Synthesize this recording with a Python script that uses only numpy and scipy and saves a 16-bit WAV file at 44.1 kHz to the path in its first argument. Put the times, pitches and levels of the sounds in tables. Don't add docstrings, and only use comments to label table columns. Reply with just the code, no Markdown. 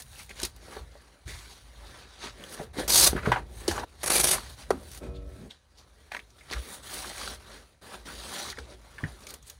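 import sys
import numpy as np
from scipy import signal
from scipy.io import wavfile
from scipy.ndimage import uniform_filter1d

SR = 44100
rng = np.random.default_rng(int(sys.argv[2]) if len(sys.argv) > 2 else 0)


def store_wav(level_fs):
    pcm = np.round(np.clip(np.atleast_2d(level_fs), -1, 1) * 32767)
    wavfile.write(sys.argv[1], SR, pcm.T.astype(np.int16))


def rack_gain(trim_db):
    fader = np.asarray(trim_db, float)
    return 10 ** (fader / 20)


N = 422911
SPAN_DB = 20


def evened(x):
    return x / np.sqrt(np.mean(x ** 2) + 1e-20)


def read(points, hz):
    f, value = np.transpose(points)
    return np.interp(np.log(hz + 1), np.log(f + 1), value)


def add(mix, s, sound):
    part = mix[max(round(s * SR), 0):][:len(sound)]
    part += sound[:len(part)]


def add_peak(mix, s, db, sound):
    add(mix, s, rack_gain(db) * sound / abs(sound).max())


def colour(x, points, lo_hz=20, hi_hz=20000):
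    hz = np.fft.rfftfreq(4096, 1 / SR) + 1
    edges = np.sqrt((1 + (lo_hz / hz) ** 8) * (1 + (hz / hi_hz) ** 8))
    log_gain = np.log(rack_gain(read(points, hz)) / edges + 1e-5)
    full = signal.hilbert(np.r_[log_gain, log_gain[-2:0:-1]])
    impulse = np.fft.ifft(np.exp(np.conj(full))).real[:3000]
    return evened(signal.oaconvolve(x, impulse)[:N])


def resonate(x, hz, width_hz):
    turn = np.exp(2j * np.pi * hz * np.arange(len(x)) / SR)
    r = np.exp(-np.pi * width_hz / SR)
    return 2 * (turn * signal.lfilter([1 - r], [1, -r], x / turn)).real


def steep(x, hz, width_hz):
    return resonate(resonate(x, hz, width_hz), hz, 3 * width_hz)


def flutter(per_s, count=N):
    noise = uniform_filter1d(rng.standard_normal(count), size=40)
    return evened(signal.lfilter([1], [1, -np.exp(-2 * np.pi * per_s / SR)], noise))


def snaps(per_s, spread_db):
    size = rack_gain(spread_db * np.minimum(rng.exponential(1, N), 4))
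    return size * rng.standard_normal(N) * (rng.random(N) < per_s / SR)


def patchy(x, patchy_db):
    z = signal.stft(x, nperseg=512)[2]
    patches = uniform_filter1d(rng.standard_normal(z.T.shape), size=9, axis=0)
    patches = uniform_filter1d(patches, size=5, axis=1)
    return signal.istft(z * rack_gain(patchy_db * evened(patches).T), nperseg=512)[1][:N]


def swells(rows, breaks_s):
    t = np.arange(0, N, 32) / SR
    breaks_s = np.sort(breaks_s)
    s, db, rise_s, fall_s = np.transpose(rows)[:, :, None]
    gain = rack_gain(db - SPAN_DB * np.maximum((s - t) / rise_s, (t - s) / fall_s))
    gain = gain * (np.searchsorted(breaks_s, s) == np.searchsorted(breaks_s, t))
    return np.interp(np.arange(N) / SR, t, uniform_filter1d((gain ** 2).sum(0), size=14))


def blows(rows, sag, sag_s, rise_s):
    out, t = np.zeros(N), np.arange(round(.4 * SR)) / SR
    for s, db, hz, t60_s in rows:
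        turns = np.cumsum(hz * (1 + sag * np.exp(-t / sag_s))) / SR
        swing = np.sin(2 * np.pi * turns) * rack_gain(-60 * t / t60_s) * (1 - np.exp(-t / rise_s))
        add_peak(out, s, db, swing)
    return out


# time in seconds, level in dB.
STRAP_BACKING_LEVELS = [
    [(2.878, -34), (3.08, -28.5), (3.1, -37)],
    [(4.032, -39), (4.118, -29.5), (4.338, -34), (4.37, -29)],
]
# peak in seconds, peak in dB, build-up in seconds.
FIRST_STRAP_TEARS = [(2.881, -13.5, 0.0044), (2.903, -7.5, 0.0069), (2.9234, -9, 0.0074),
                     (2.9464, -4, 0.011), (2.962, -2.5, 0.0084), (2.983, -2.5, 0.016), (2.997, -3.5, 0.01),
                     (3.011, -2.5, 0.0081), (3.0254, -8.5, 0.0051), (3.046, 0, 0.015), (3.072, 0.5, 0.0066)]
SECOND_STRAP_TEARS = [(4.032, -17, 0.0024), (4.041, -17.5, .002), (4.133, -12.5, .006), (4.249, -10, .002),
                      (4.0603, -14.5, 0.0012), (4.076, -9.5, 0.0033), (4.102, -6.5, 0.0014),
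                      (4.1204, -9.5, 0.0062), (4.1454, -10.5, 0.011), (4.163, -4.5, 0.01),
                      (4.182, -9.5, 0.015), (4.1984, -8, 0.0041), (4.2114, -8, 0.0076),
                      (4.236, -12, 0.0022), (4.2418, -0.5, 0.0024), (4.272, -8.5, 0.0056),
                      (4.292, -8, 0.0087), (4.307, -10, .001), (4.313, -8, 0.0024), (4.3287, -8.5, 0.0069),
                      (4.347, -12, 0.0091)]
# frequency in Hz, density in dB per Hz.
HOOK_SPECTRA = [
    [(880, -18.5), (1500, -13), (1840, -35.5), (2260, -21), (3150, -7), (3610, 0.5), (5560, 2),
     (7450, -1.5), (9700, 0.5), (15500, -11)],
    [(880, -24.5), (1500, -18.5), (2400, -5.5), (2750, -13), (3410, -4.5), (5290, -3), (6190, -2.5),
     (7380, -4), (9890, 2), (15500, -17)],
]
# frequency in Hz, density in dB per Hz.
BACKING_SPECTRUM = [(88, -28.5), (150, -5.5), (295, -10.5), (339, 0), (441, -9), (487, -3), (3000, -10.5),
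                    (3900, -28.5), (6600, -120)]


def straps():
    t, power = np.arange(N) / SR, np.zeros(N)
    for s, db, build_s in FIRST_STRAP_TEARS + SECOND_STRAP_TEARS:
        near = slice(round((s - .03) * SR), round((s + .1) * SR))
        since = t[near] - s - .002
        power[near] += rack_gain(db - 12.5) ** 2 * np.exp(np.where(since < 0, since / build_s, -since / 0.0033))
    first = t < 3.5
    start_s = [rows[0][0] for rows in STRAP_BACKING_LEVELS]
    pull = np.sqrt(power) * rack_gain(np.where(first, 1.1, 1.8) * flutter(150))
    pull *= np.where(first, t > start_s[0], t > start_s[1])

    hooks = patchy(np.where(first, snaps(20000, 1.2), snaps(14000, 1.6)), 1.7)
    hooks = np.where(first, colour(hooks, HOOK_SPECTRA[0]), colour(hooks, HOOK_SPECTRA[1]))

    backing_gain = np.zeros(N)
    for rows in STRAP_BACKING_LEVELS:
        s, db = np.transpose(rows)
        backing_gain += rack_gain(np.interp(t, s, db)) * (t >= s[0]) * (t < s[-1])
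    backing_gain = uniform_filter1d(backing_gain, size=60)
    jerks = pull / (uniform_filter1d(pull, size=3000) + 1e-9)
    backing = colour(snaps(5000, 1.7), BACKING_SPECTRUM)
    return pull * hooks + backing_gain * jerks ** 0.72 * backing


# start in seconds, peak in dB, low ring in Hz, tick in dB, t60 in seconds.
BUCKLE_KNOCKS = [(0.765, -38.5, 790, -56, 0.19), (2.594, -37.5, 590, -53, 0.099),
                 (3.163, -28, 1247, -48, 0.07), (3.177, -32, 1180, -53, 0.1), (3.26, -24, 1310, -55, 0.1),
                 (3.318, -8.5, 950, -36, 0.074), (3.359, -18.5, 830, -53, 0.13),
                 (3.679, -24.5, 720, -13.5, 0.055), (3.7105, -21, 800, -24.5, 0.2),
                 (3.778, -19.5, 920, -40, 0.12), (3.834, -31, 664, -53, 0.021),
                 (6.118, -29, 790, -43, 0.04), (6.147, -26.5, 890, -52, 0.034),
                 (6.511, -37, 1000, -43, 0.084), (7.043, -28, 1080, -40, 0.074),
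                 (7.212, -29.5, 1280, -43, 0.027), (7.275, -29, 1280, -36, 0.022)]
# start in seconds, peak in dB, high ring in Hz, tick in dB, t60 in seconds.
SMALL_CLICKS = [(0.293, -39, 2280, -36, 0.04), (0.4, -35, 1610, -24, 0.02),
                (0.431, -30, 4500, -15.5, 0.032), (4.705, -21, 1500, -21, 0.034),
                (1.278, -35, 2080, -37, 0.63), (2.438, -32, 3250, -37, 0.018),
                (3.231, -29, 1390, -52, 0.048), (5.5073, -37, 3560, -48, 0.056),
                (0.192, -43, 2440, -35, 0.033), (8.5257, -33, 1680, -60, 0.082),
                (8.572, -35, 1730, -52, 0.03), (6.409, -44.5, 2080, -66, 0.067),
                (6.526, -33, 1610, -55, 0.11), (7.179, -37, 2340, -49, 0.045),
                (8.503, -36.5, 3930, -35, 0.03), (8.585, -34, 1610, -38, 0.051),
                (8.982, -32.5, 1680, -53, 0.076), (9.0375, -22.5, 1700, -53, 0.096),
                (9.268, -34, 2300, -30, 0.04)]
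SHELL_HZ = 1430


def knocks():
    out, t = np.zeros(N), np.arange(round(.15 * SR)) / SR
    rows = [(s, db, hz, SHELL_HZ, tick_db, t60_s) for s, db, hz, tick_db, t60_s in BUCKLE_KNOCKS]
    rows += [(s, db, 0, hz, tick_db, t60_s) for s, db, hz, tick_db, t60_s in SMALL_CLICKS]
    tick_band = signal.butter(2, [2800, 9000], "bandpass", fs=SR)
    for s, db, low_hz, high_hz, tick_db, t60_s in rows:
        strikes = rng.standard_normal(len(t)) * rack_gain(-60 * t / t60_s) * (1 - np.exp(-t / .0004))
        strikes *= 1 + 1.2 * np.exp(-t / .003)
        ring = 0.63 * steep(strikes, high_hz, 360) + 0.058 * steep(strikes, 1.6 * high_hz, 510)
        if low_hz > 0:
            ring += steep(strikes, low_hz, 330)
        add_peak(out, s, db, ring)
        add_peak(out, s, tick_db, signal.lfilter(*tick_band, strikes))
    return out


# start in seconds, peak in dB, final pitch in Hz, t60 in seconds.
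STRAP_SLAPS = [
    (4.7058, -9, 380, .025),
    (3.6805, -17, 335, .06),
]


def slaps():
    return blows(STRAP_SLAPS, sag=1.8, sag_s=.0012, rise_s=.0011)


# start in seconds, peak in dB, pitch in Hz, t60 in seconds.
PADDING_THUMPS = [(0.431, -26.5, 334, 0.069), (0.767, -31.5, 458, 0.074), (1.276, -42.5, 310, 0.14),
                  (2.6, -26, 217, 0.039), (2.785, -22, 299, 0.15), (3.131, -16, 380, 0.04),
                  (3.151, -19.5, 221, 0.073), (3.272, -20.5, 150, 0.18), (3.274, -17.5, 372, 0.087),
                  (3.684, -24, 345, 0.12), (4.716, -32, 430, 0.059), (6.512, -32.5, 373, 0.095),
                  (8.582, -34.5, 470, 0.13), (9.034, -22, 149, 0.095)]


def thumps():
    out, t = np.zeros(N), np.arange(round(.2 * SR)) / SR
    for s, db, hz, t60_s in PADDING_THUMPS:
        crumpling = rng.standard_normal(len(t)) * rack_gain(-60 * t / t60_s)
        push = t / 0.0012 * np.exp(-t / 0.00027) + 0.12 * crumpling
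        swing = steep(push, hz, 6.5 / t60_s + 40)
        swing += 0.22 * steep(push, 0.628 * hz, 57) + 0.19 * steep(push, 1.563 * hz, 214)
        add_peak(out, s, db, swing)
    return out


# peak in seconds, peak in dB, pitch in Hz, rise in seconds, fall in seconds.
WEAVE_TAPS = [(6.119, -28, 1890, 0.0025, 0.011), (6.12, -35, 4000, .002, .006),
              (6.1375, -30, 1700, 0.0023, .005), (6.148, -24, 1880, .002, .006),
              (6.154, -36, 2000, 0.0026, 0.0071), (6.1665, -25.5, 1770, .002, 0.0067),
              (6.1928, -31, 2070, 0.002, .005), (6.198, -36, 2490, .003, 0.0086),
              (6.501, -34, 3020, 0.00084, .006), (6.512, -28.5, 4200, .001, .005),
              (6.518, -31, 3200, .002, .005), (6.526, -26, 3800, 0.00092, .004),
              (6.529, -25, 2200, .002, 0.0045), (6.535, -24, 4500, 0.0027, 0.0046),
              (6.534, -24, 1800, 0.0033, 0.0068), (6.54, -26, 1690, .003, .006),
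              (8.501, -26.5, 4300, .001, 0.0045), (8.587, -36.5, 4500, .002, 0.0092),
              (8.587, -28, 1410, .002, 0.0071), (4.383, -28, 1200, 0.0053, .008),
              (.4355, -15, 4530, .001, .004), (.158, -42, 2800, .002, .008),
              (2.599, -41, 1500, 0.0018, .015), (3.712, -27, 1490, .002, .015)]
GRIT_BURSTS = [(3.168, -27, 1700, .012, .015), (3.18, -23.5, 1250, .01, .02), (3.19, -31, 1850, .02, 0.027),
               (3.233, -36, 1700, .008, .03), (3.263, -21, 1420, .012, 0.014),
               (3.29, -26.5, 1390, .03, 0.043), (3.323, -17, 1560, .006, 0.018),
               (3.328, -33, 2770, .01, 0.026), (3.342, -22, 1490, .02, 0.026),
               (3.37, -23, 990, .015, 0.026), (3.385, -38.5, 1880, .03, 0.053),
               (4.713, -22, 1310, .004, 0.0079), (4.735, -37.5, 1090, .03, 0.042),
               (.312, -33.5, 2070, .02, .01), (.4, -37, 2800, .03, .015), (.2, -39, 2480, .04, 0.041),
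               (6.565, -35, 1400, .02, 0.034),
               (4.728, -30, 260, .02, .08), (5.42, -40, 200, .06, .08), (5.465, -41, 230, .06, .02),
                 (5.04, -36, 230, .03, .08), (2.599, -30, 700, .006, .015), (2.614, -27, 450, .008, .03),
                 (2.772, -29, 400, .015, .03), (2.794, -30, 3500, .001, .006), (2.8, -23, 500, .015, .04),
                 (3.692, -26, 3000, .008, .012), (3.684, -24, 4800, .004, .04),
                 (3.715, -29, 6600, .005, .02), (3.765, -30, 1200, .03, .03), (3.768, -33, 6500, .03, .02),
                 (3.837, -27, 800, .04, .006), (3.797, -34, 5600, .01, .02), (7.181, -33, 6000, .002, .008),
                 (7.213, -30, 5000, .001, .006), (7.277, -26, 4000, .001, .004),
                 (5.785, -42, 4800, .02, .05), (.682, -39, 520, .004, .03), (.954, -41, 540, .004, .03),
                 (6.305, -48, 5500, .01, .015), (6.39, -49, 3500, .01, .02), (9.29, -38, 9000, .005, .02),
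                 (9.3, -37, 4800, .03, .02), (9.427, -46, 7000, .003, .015), (9.482, -40, 8500, .03, .02),
                 (9.01, -40, 1000, .03, .03), (9.237, -43, 4800, .003, .01), (4.709, -17, 750, .003, .008),
                 (5.51, -36, 3400, .012, .02), (5.16, -46, 3600, .03, .05), (1.84, -44, 800, .02, .04),
                 (1.87, -45, 4500, .03, .04), (.445, -26, 4400, .02, .03), (2.904, -14, 5000, .002, .004),
                 (2.881, -20, 6000, .001, .006)]


def rasps():
    out, t = np.zeros(N), np.arange(-.05, .1, 1 / SR)
    for s, db, hz, rise_s, fall_s in WEAVE_TAPS + GRIT_BURSTS:
        grit = rng.standard_normal(len(t)) * rack_gain(-SPAN_DB * np.maximum(-t / rise_s, t / fall_s))
        ring = steep(grit, hz, 0.38 * hz) + 0.093 * steep(grit, 1.89 * hz, 0.5 * hz)
        add_peak(out, s + t[0], db, ring)
    return out


# start in seconds, peak in dB.
LOOP_SNAGS = [(.021, -31.5), (0.232, -40), (.417, -27), (0.45, -20), (.563, -40.5), (4.915, -35),
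              (4.934, -38), (4.948, -33), (4.975, -35), (7.868, -51), (9.206, -42), (9.305, -31.5),
              (9.3397, -28.5), (9.469, -43), (9.4985, -30.5)]


def snags():
    out, t = np.zeros(N), np.arange(round(.05 * SR)) / SR
    band = signal.butter(1, [3000, 11000], "bandpass", fs=SR)
    for s, db in LOOP_SNAGS:
        crackle = rng.standard_normal(len(t)) * rack_gain(-60 * t / 0.036)
        add_peak(out, s, db, signal.lfilter(*band, crackle))
    return out


# frequency in Hz, density in dB per Hz.
CLOTH_SPECTRUM = [(71, -31.5), (120, -0.5), (282, 2.5), (509, 1.5), (846, -3.5), (1720, -4), (2700, -9),
                  (4000, -3.5), (7450, -13), (9910, -12), (12400, -24.5), (15500, -20.5)]
LAYER_EDGES_HZ = (170, 700, 2500, 7500, 11500, 16500)
# peak in seconds, peak in dB, rise in seconds, fall in seconds.
SCRAPE_STROKES = [(.4, -46.5, 0.084, 0.12), (.45, -42.5, 0.12, 0.041), (1.29, -47.5, 0.058, 0.43),
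                  (1.51, -54.5, 0.19, 0.24), (3.09, -38.5, .01, 0.083), (3.681, -36.5, .002, 0.11),
                  (4.03, -47, 0.058, .005), (4.36, -39.5, 0.022, 0.18), (4.6, -48.5, 0.071, 0.12),
                  (6.97, -46, .22, .4), (7.09, -44, 0.3, 0.1), (7.2, -42, 0.1, 0.26),
                  (7.3, -43, 0.41, 0.12), (8.34, -42.5, 0.12, 0.64), (8.42, -40.5, 0.66, .5),
                  (9.5, -56.5, 0.11, 0.13)]
RUSTLE_STROKES = [(0.301, -51.5, 0.015, 0.055), (.76, -51, 0.28, 0.11), (0.951, -62, 0.28, 0.76),
                  (1.88, -58, 0.4, 0.52), (2.631, -50.5, 0.41, 0.06), (2.798, -40, 0.073, 0.11),
                  (3.901, -64.5, 0.26, 0.82), (6.06, -65.5, 0.77, 0.2), (6.138, -51, 0.039, 0.11),
                  (6.68, -53, 0.42, 0.31), (8.089, -48, 0.084, 0.17), (7.549, -54.5, 0.57, 0.22),
                  (7.84, -57, .1, 0.64), (7.949, -49.5, 0.29, 0.056), (9.09, -56.5, 0.74, 0.15),
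                  (9.33, -53.5, 0.36, 0.083)]
PRESS_STROKES = [(2.409, -58.5, 0.08, 0.44), (3.17, -51, .1, 0.21), (3.27, -46, .05, 0.15),
                 (3.38, -58.5, .3, 0.064), (3.8, -50.5, 0.32, 0.3), (4.73, -60, 0.11, 0.32),
                 (5.038, -56.5, 0.06, 0.13), (5.45, -64.5, 0.49, 0.17), (8.72, -63, .15, 0.055)]
SIZZLE_STROKES = [(0.002, -45, 0.0072, 0.03), (2.545, -45, 0.1, 0.018), (3.58, -54, 0.094, 0.4),
                  (3.66, -61, 0.27, 0.014), (4.5, -48, 0.012, 0.047), (4.98, -51.5, 0.29, 0.027),
                  (6.94, -43.5, 0.2, 0.31), (6.74, -47, 0.25, 0.078), (0.2, -51.5, 0.25, 0.12),
                  (5.36, -65, 0.2, 0.47)]
BRUSH_STROKES = [(2.24, -39.5, 0.064, 0.1), (5.501, -55.5, 0.0099, 0.11), (5.8, -60, 0.055, 0.066),
                 (6.528, -41, 0.051, 0.075), (8.6, -51, 0.2, 0.098), (8.73, -53.5, 0.091, 0.041),
                 (2.03, -53, 0.35, 0.078), (2.14, -57.5, 0.17, 0.21)]
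# padding in dB, creasing in dB, scrape in dB, sizzle in dB, air in dB.
STROKE_LAYERS = [
    (-8.5, -3.5, -0.73, -6, -11.5),
    (0, 1.5, -0.8, -5, -10),
    (10.5, 4.5, -1.5, -5.5, -11.5),
    (-8, -2.5, -0.5, -0.5, -2.3),
    (-7.5, -2, -0.1, -13, -22),
]
SCENE_CHANGES_S = (1.257, 3.845, 5.49, 7.817)
HAND_LIFTS_S = (2.735, 6.83, 7.36, 8.055, 8.525)


def cloth():
    kinds = (SCRAPE_STROKES, RUSTLE_STROKES, PRESS_STROKES, SIZZLE_STROKES, BRUSH_STROKES)
    stroke_powers = np.array([swells(rows, SCENE_CHANGES_S + HAND_LIFTS_S) for rows in kinds])
    layer_gains = np.sqrt(rack_gain(np.transpose(STROKE_LAYERS)) ** 2 @ stroke_powers)
    drag, out = rack_gain(1.1 * flutter(17)), np.zeros(N)
    for k, gain in enumerate(layer_gains):
        threads = snaps(9000, 0.84) * rack_gain(1.0 * flutter(26))
        out += drag * gain * colour(threads, CLOTH_SPECTRUM, *LAYER_EDGES_HZ[k:k + 2])
    return patchy(out, 2.0)


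# frequency in Hz, level in dB rms.
SPRING_LINES = [(287, -53), (377, -55), (475, -52), (569, -56), (180, -60), (665, -63), (1321, -64),
                (612, -62), (1086, -70), (1283, -72), (2480, -74)]


def spring():
    start_s, stop_s, t60_s = 5.01, 5.485, 1.55
    out, t = np.zeros(N), np.arange(0, stop_s - start_s, 1 / SR)
    shape = rack_gain(8.5 - 60 * t / t60_s) * np.clip(t / 0.008, 0, 1) * np.clip((t[-1] - t) / 0.0087, 0, 1)
    for hz, db in SPRING_LINES:
        waver_db = uniform_filter1d(3.0 * flutter(8, count=SR // 2), size=700)[:len(t)]
        line = np.sin(2 * np.pi * (hz * t + rng.random()))
        add(out, start_s, shape * rack_gain(db + waver_db) * line)
    return out


# start in seconds, peak in dB, pitch in Hz, t60 in seconds.
FLOOR_LANDINGS = [(3.081, -27, 65, 0.35), (3.271, -25, 120.6, 0.28), (3.687, -32.5, 83, 0.32),
                  (5.075, -36, 66, .9), (6.542, -36, 62, 0.19), (6.558, -29, 61, 0.17),
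                  (8.591, -37, 66, 0.25), (9.039, -33, 73.4, 0.12)]


def landings():
    return blows(FLOOR_LANDINGS, sag=0.058, sag_s=.007, rise_s=0.0062)


# frequency in Hz, width in Hz, level in dB.
FLOOR_RESONANCES = [(55, 7.6, 5), (69.7, 13.6, 3), (101.8, 30, -3), (145, 2.8, -23)]
# peak in seconds, peak in dB, rise in seconds, fall in seconds.
WEIGHT_SHIFTS = [(0.01, -47.5, 0.094, 1.5), (.44, -44.5, .07, 0.28), (.81, -46, .2, 0.3),
                 (1.29, -39, 0.34, 0.21), (1.96, -49, 1.2, 0.27), (2.27, -50.5, 0.1, 0.76),
                 (3.08, -34, 0.55, 0.86), (3.73, -42, 0.2, 0.33), (4.2, -42, 0.39, 2.4),
                 (5.07, -38, 0.093, 0.71), (5.95, -61, 0.54, 0.64), (6.6, -40, 0.18, 0.056),
                 (7.4, -49, 2, .4), (8.3, -46.5, 0.93, 0.048), (8.6, -46.5, 0.48, 0.4),
                 (9.08, -40.5, 0.19, 0.099), (9.4, -53, 1.1, 0.89)]


def tremble():
    rest_db = -65
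    push, modes = rng.standard_normal(N), np.zeros(N)
    for hz, width_hz, db in FLOOR_RESONANCES:
        modes += rack_gain(db) * evened(resonate(resonate(push, hz, width_hz), hz, 2 * width_hz))
    return np.sqrt(swells(WEIGHT_SHIFTS, SCENE_CHANGES_S) + rack_gain(rest_db) ** 2) * evened(modes)


# frequency in Hz, density in dB per Hz.
HISS_SPECTRUM = [(59, -10), (100, 3.5), (347, -7.5), (420, -6), (7410, -15.5), (9740, -23.5),
                 (15500, -35.5)]


def background_hiss():
    return rack_gain(-74) * colour(rng.standard_normal(N), HISS_SPECTRUM)


# frequency in Hz, t60 in seconds.
ROOM_DECAY = [(200, 0.14), (1000, 0.11), (4000, 0.067), (12000, 0.11)]
# delay in seconds, level in dB.
EARLY_ECHOES = [
    (.0013, -35.5),
    (.0029, -32.5),
    (.0052, -15),
    (.0091, -21),
]


def room(x):
    tail_db, change_s = -15, 3.845
    taps = np.zeros(SR // 2)
    at = np.arange(600, len(taps) - 20, 20)
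    taps[at + rng.integers(0, 20, len(at))] = rng.choice([-1., 1.], len(at))
    hz, t, z = signal.stft(taps, SR, nperseg=256)
    tail = signal.istft(z * rack_gain(-60 * t / read(ROOM_DECAY, hz)[:, None]), SR, nperseg=256)[1]
    tail *= rack_gain(tail_db) / np.linalg.norm(tail)
    tail[0] = 1
    for k, (s, db) in enumerate(EARLY_ECHOES):
        tail[round(s * SR)] = (-1) ** k * rack_gain(db)
    tail /= np.linalg.norm(tail)
    before = np.arange(N) < change_s * SR
    heard_before = signal.fftconvolve(x * before, tail)[:N]
    heard_after = signal.fftconvolve(x * ~before, tail)[:N]
    return heard_before * before + heard_after


def scene():
    near = straps() + knocks() + thumps() + rasps() + snags() + cloth()
    low = slaps() + landings() + tremble()
    return (room(near) + spring() + low + background_hiss())[None]


def band_limit(x):
    return signal.sosfilt(signal.butter(12, 16640, fs=SR, output="sos"), x)


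# frequency in Hz, width in Hz, depth from 0 to 1.
HOUSING_NOTCHES = [(5200, 200, .8), (7550, 450, .75)]


def record(dry):
    x = dry[0]
    for hz, width_hz, depth in HOUSING_NOTCHES:
        x = x - depth * resonate(x, hz, width_hz)
    x = signal.sosfilt(signal.butter(2, 36, "highpass", fs=SR, output="sos"), x)
    x = .62 * np.tanh(x / .62)
    x = signal.oaconvolve(x, signal.firwin(401, 15800, window=("kaiser", 10), fs=SR), "same")
    return band_limit(x[None])


dry = scene()
out = record(dry)
store_wav(out)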